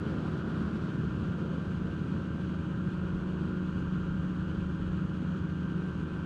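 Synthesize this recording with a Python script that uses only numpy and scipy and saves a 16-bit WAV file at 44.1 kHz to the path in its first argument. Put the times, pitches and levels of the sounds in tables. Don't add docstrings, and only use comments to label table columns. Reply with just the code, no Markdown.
import sys
import numpy as np
from scipy import signal
from scipy.fft import rfft, irfft, next_fast_len
from scipy.io import wavfile
from scipy.ndimage import uniform_filter1d, map_coordinates

SR = 44100
rng = np.random.default_rng(int(sys.argv[2]) if len(sys.argv) > 2 else 0)


def volts_from_db(level):
    exponent = np.asarray(level, float) / 20
    return 10 ** exponent


def int16_out(signal):
    q = np.round(np.clip(np.atleast_2d(signal).T, -1, 1) * 32767)
    wavfile.write(sys.argv[1], SR, q.astype(np.int16))


N = 275625

# t/s, blade-pass rate/Hz
SPEED = [(0.0, 79.02), (0.3, 79.2), (0.8, 78.82), (1.5, 78.41), (1.9, 78.5), (2.4, 78.29), (2.9, 78.74),
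         (3.35, 78.7), (3.85, 78.33), (4.35, 78.44), (4.85, 78.65), (5.4, 78.4), (5.85, 77.98),
         (6.13, 77.66), (6.25, 77.62)]
# f/Hz, level/dB
SHELL = [(500, -25.5), (800, -14.5), (1000, -5), (1250, -2), (1450, 0.5), (1650, -6.5), (1900, -16.5),
         (2300, -47)]
# f/Hz, level/dB
UPPER = [(1500, -31.5), (1900, -7.5), (2150, -2.5), (2500, 0), (3100, 1.5), (3600, -5.5), (4400, -8.5),
         (5200, -16.5), (6600, -17), (8000, -20.5), (10000, -28), (12700, -37), (16000, -48)]
GEAR = 1.1632
HISS_FROM_DB = 2.5
GUST_S = 0.18


def unit(x):
    return x / np.sqrt(np.mean(x ** 2) + 1e-20)


def curve(rows):
    s, value = np.transpose(rows)
    return np.interp(np.arange(N) / SR, s, value)


def swells(rows, half_s):
    t = np.arange(N) / SR
    return sum(db * np.exp(-((t - s) / half_s) ** 2) for s, db in rows)


def wobble(rate_hz):
    knots = rng.standard_normal(int(N * rate_hz / SR) + 4)
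    return map_coordinates(knots, [np.arange(N) * rate_hz / SR])


def coloured(x, spectrum):
    m = next_fast_len(N + 8192)
    f, level_db = np.transpose(spectrum)
    hz = np.fft.rfftfreq(m, 1 / SR)
    gain = volts_from_db(np.interp(np.log(hz + 1), np.log(f + 1), level_db, left=-120, right=-120))
    return unit(irfft(rfft(x, m) * gain, m)[:N])


def patchy(depth_db, frames):
    z = signal.stft(rng.standard_normal(N + 512), nperseg=512)[2]
    field = uniform_filter1d(rng.standard_normal(z.shape), size=6, axis=0)
    field = uniform_filter1d(field, size=frames, axis=1)
    return signal.istft(z * volts_from_db(depth_db * unit(field)), nperseg=512)[1][:N]


def tones(orders, angle, drift_db=0, flutter_db=0, spread=0, smear=0):
    out = np.zeros(N)
    for k, level_db in orders:
        gain = volts_from_db(level_db + drift_db * wobble(1.8) + flutter_db * wobble(14))
        phase = spread * rng.normal() + smear * k * k
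        out += np.sqrt(2) * gain * np.cos(k * angle + phase)
    return out


def slide(period_s=2.75, peak_s=0.59):
    return np.cos(2 * np.pi * (np.arange(N) / SR - peak_s) / period_s)


def exposure():
    # t/s, wind strength/dB
    wind = [(0, 4), (.3, 5), (.6, 5.5), (.85, 5), (1.05, 2.8), (1.35, 2), (1.95, 1.5), (2.3, 1), (2.8, -2),
            (3.55, 1), (3.9, -4), (4.6, -2), (4.95, -3), (5.4, -5), (5.75, -.5), (6.25, -1)]
    strength_db = curve(wind)
    return strength_db - strength_db.mean()


def shaft():
    rate_hz = curve(SPEED) * (1 + 0.00067 * wobble(12))
    return 2 * np.pi * np.cumsum(rate_hz) / SR


def exhaust(blade):
    # multiple of the crank rate, level/dB rms
    orders = [(1, -54.5), (2, -38.3), (3, -53.7), (4, -52.5), (5, -67.4), (6, -60.8), (7, -80.1),
              (8, -75.1), (9, -70.5), (10, -72.0), (11, -65.7), (12, -76.0), (13, -67.4), (14, -68.4),
              (15, -65.5), (16, -68.0), (17, -72.4), (26, -82.0), (27, -80.0), (28, -78.5)]
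    # t/s, level/dB
    facing = [
        (0, -4),
        (.6, -6.5),
        (1.2, -0.5),
        (2.0, -1),
        (2.9, 1),
        (4.4, 1.5),
        (5.6, 1),
        (6.0, 0.5),
        (6.25, -1.5),
    ]
    firing_db = curve(facing)
    crank = GEAR * blade
    port = crank - 0.98
    pipe = 0.095

    firing = -tones(orders[:2], port, flutter_db=0.83, smear=pipe)
    octave = -tones(orders[3:4], port, drift_db=0.8, flutter_db=1.0, smear=pipe)
    body = -tones(orders[2:3] + orders[4:9], port, drift_db=0.3, flutter_db=1.2, smear=pipe)
    buzz = tones(orders[9:], crank, flutter_db=1.5, spread=0.41)

    firing *= volts_from_db(firing_db + 0.14)
    octave *= volts_from_db(4.5 * slide() - 2.5)
    body *= volts_from_db(0.14 + 0.88 * firing_db)
    buzz *= volts_from_db(1.5 * slide() - 0.1)
    return firing + octave + body + buzz


def propeller(blade):
    # multiple of the blade rate, level/dB rms
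    orders = [(1, -44.5), (2, -40.3), (4, -47.4), (12, -69.6), (13, -72.4), (17, -69.4), (17.975, -60.8),
              (19, -68.7), (20, -58.9), (23, -76.0), (24, -84.0), (36, -74.5), (37, -74.0), (41, -77.8),
              (42, -80.1), (50, -87.3), (69, -95.2), (75, -93.0), (76, -89.5), (80, -99.0), (82, -90.6),
              (83, -96.7), (84, -92.0), (106, -97.0), (14, -69.5), (25, -83.0), (35, -78.5), (44, -85.0),
              (61, -94.0), (60, -90.0), (62, -90.5), (72, -94.0), (86, -95.0), (87, -96.0), (30, -83.0),
              (39, -80.0), (40, -81.0), (18, -64.5)]
    wind_db = exposure()

    low = tones(orders[:2], blade, drift_db=0.5, flutter_db=0.8)
    low -= tones(orders[2:3], blade, drift_db=0.2, flutter_db=0.5)
    low *= volts_from_db(-0.079 * wind_db - 0.02)

    whine = tones(orders[8:9], blade, drift_db=1.1, flutter_db=1.5, spread=3.5)
    resonance_db = -6 * (curve(SPEED) - 78.38)
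    tear_db = 0.31 * np.maximum(wind_db - HISS_FROM_DB, 0) * (2.2 * wobble(6.8) + 1)
    whine *= volts_from_db(resonance_db + slide() + 0.16 + tear_db)

    high = tones(orders[3:6] + orders[7:8] + orders[9:-1], blade, flutter_db=1.0, spread=3.3)
    high *= volts_from_db(0.5 - 0.25 * wind_db)

    mesh = tones(orders[6:7] + orders[-1:], blade, drift_db=5.0, flutter_db=1.0)
    mesh *= volts_from_db(4 * slide(period_s=3.8, peak_s=0.75) - 5.0)
    return low + whine + high + mesh


def blade_slap(blade):
    # f/Hz, level/dB
    air = [(4000, -21), (5200, 6), (6600, 4), (8000, -1), (10000, -10), (13000, -29)]
    passes = np.diff(np.floor(blade / (2 * np.pi)), prepend=0)
    decay = volts_from_db(-60 * np.arange(2500) / SR / 0.09)
    slap = signal.fftconvolve(passes, rng.standard_normal(2500) * decay)[:N]
    return (volts_from_db(-73) * coloured(slap, SHELL)
            + volts_from_db(-79) * coloured(slap, UPPER)
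            + volts_from_db(-87) * coloured(slap, air))


def thumps(wind_db):
    # f/Hz, level/dB
    spectrum = [(12, -40), (25, -17), (45, -10), (65, -7.5), (90, -7), (140, -33.5)]
    # t/s, swell/dB
    gusts = [
        (.25, 4),
        (1.1, 2),
        (1.85, 7.5),
        (3.15, 11),
        (3.85, 9.5),
        (4.2, 7),
        (4.55, 4),
        (4.9, 10.5),
        (5.3, 1),
        (6.2, 1.5),
    ]
    level_db = -51.5 - 0.1 * wind_db + swells(gusts, GUST_S) + 0.35 * wobble(4.1)
    return volts_from_db(level_db) * coloured(rng.standard_normal(N), spectrum)


def buffeting(wind_db, gust, eddies):
    # f/Hz, level/dB
    spectrum = [(40, -42.5), (65, -12), (95, -2.5), (140, -2), (195, -1), (222, -7), (330, -12.5),
                (430, -19.5), (700, -33.5)]
    # t/s, swell/dB
    rolls = [
        (.3, 0.5),
        (1.15, 3.5),
        (2.1, 2),
        (2.8, 3.5),
        (3.9, 2),
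        (5.35, 3.5),
    ]
    level_db = -39 + 0.24 * wind_db + swells(rolls, half_s=0.28)
    level_db += 0.5 * gust + 0.48 * eddies + 0.82 * wobble(11)
    return volts_from_db(level_db) * coloured(patchy(0.07, frames=8), spectrum)


def howl(wind_db, gust, eddies):
    # f/Hz, level/dB
    spectrum = [(150, -31), (195, -9.5), (212, 1), (235, -6), (270, -8.5), (340, -18), (450, -29.5)]
    level_db = -46 + 1.14 * wind_db + 0.35 * gust + 0.5 * eddies + 0.39 * wobble(2.6)
    return volts_from_db(level_db) * coloured(patchy(1.0, frames=8), spectrum)


def rim_roar(wind_db, gust, eddies, firing):
    # f/Hz, level/dB
    spectrum = [(200, -33.5), (350, 4), (450, -1.5), (560, -7), (700, -12), (900, -17.5), (2000, -37)]
    # t/s, change/dB
    spills = [
        (.05, 2),
        (.93, -2),
        (1.5, 2),
        (5.7, 2),
    ]
    level_db = -50.86 + wind_db + 0.3 * gust + 0.86 * eddies + swells(spills, GUST_S)
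    return volts_from_db(level_db) * coloured((1 + 0.1 * firing) * patchy(1.7, frames=8), spectrum)


def shell_hiss(wind_db, gust, eddies, firing):
    shell = coloured((1 + 0.26 * firing) * patchy(1.1, frames=6), SHELL)
    upper = coloured((1 + 0.075 * firing) * patchy(0.8, frames=6), UPPER)
    shell_db = -52 + 0.98 * np.maximum(wind_db - HISS_FROM_DB, 0) + 0.45 * gust + 0.28 * eddies
    upper_db = -61.6 + 0.072 * wind_db + 0.19 * gust + 0.21 * eddies
    upper_db += 0.55 * eddies + 0.45 * wobble(22)
    return volts_from_db(shell_db) * shell + volts_from_db(upper_db) * upper


def rush(wind_db, gust, eddies):
    # f/Hz, level/dB
    spectrum = [(600, -21), (800, 2), (1900, -3.5), (2300, -4.5), (4500, -9.5), (6500, -21), (9000, -27),
                (12700, -36.5)]
    level_db = -69.5 + 1.9 * wind_db + 0.3 * gust + eddies + 0.6 * wobble(18)
    return volts_from_db(level_db) * coloured(rng.standard_normal(N), spectrum)


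def slipstream(blade):
    wind_db, gust, eddies = exposure(), wobble(7), wobble(40)
    crank = GEAR * blade
    firing = np.cos(2 * crank) + 0.3 * np.cos(4 * crank) + 0.05 * np.cos(crank)
    out = thumps(wind_db) + buffeting(wind_db, gust, eddies) + howl(wind_db, gust, eddies)
    out += rim_roar(wind_db, gust, eddies, firing) + shell_hiss(wind_db, gust, eddies, firing)
    return out + rush(wind_db, gust, eddies)


def scene():
    blade = shaft()
    return (exhaust(blade) + propeller(blade) + blade_slap(blade) + slipstream(blade))[None]


def low_pass(x):
    return signal.sosfilt(signal.butter(12, 12750, fs=SR, output="sos"), x)


def record(dry):
    bent = dry - 0.75 * (dry ** 2 - np.mean(dry ** 2))
    return low_pass(bent)


dry = scene()
out = record(dry)
int16_out(out)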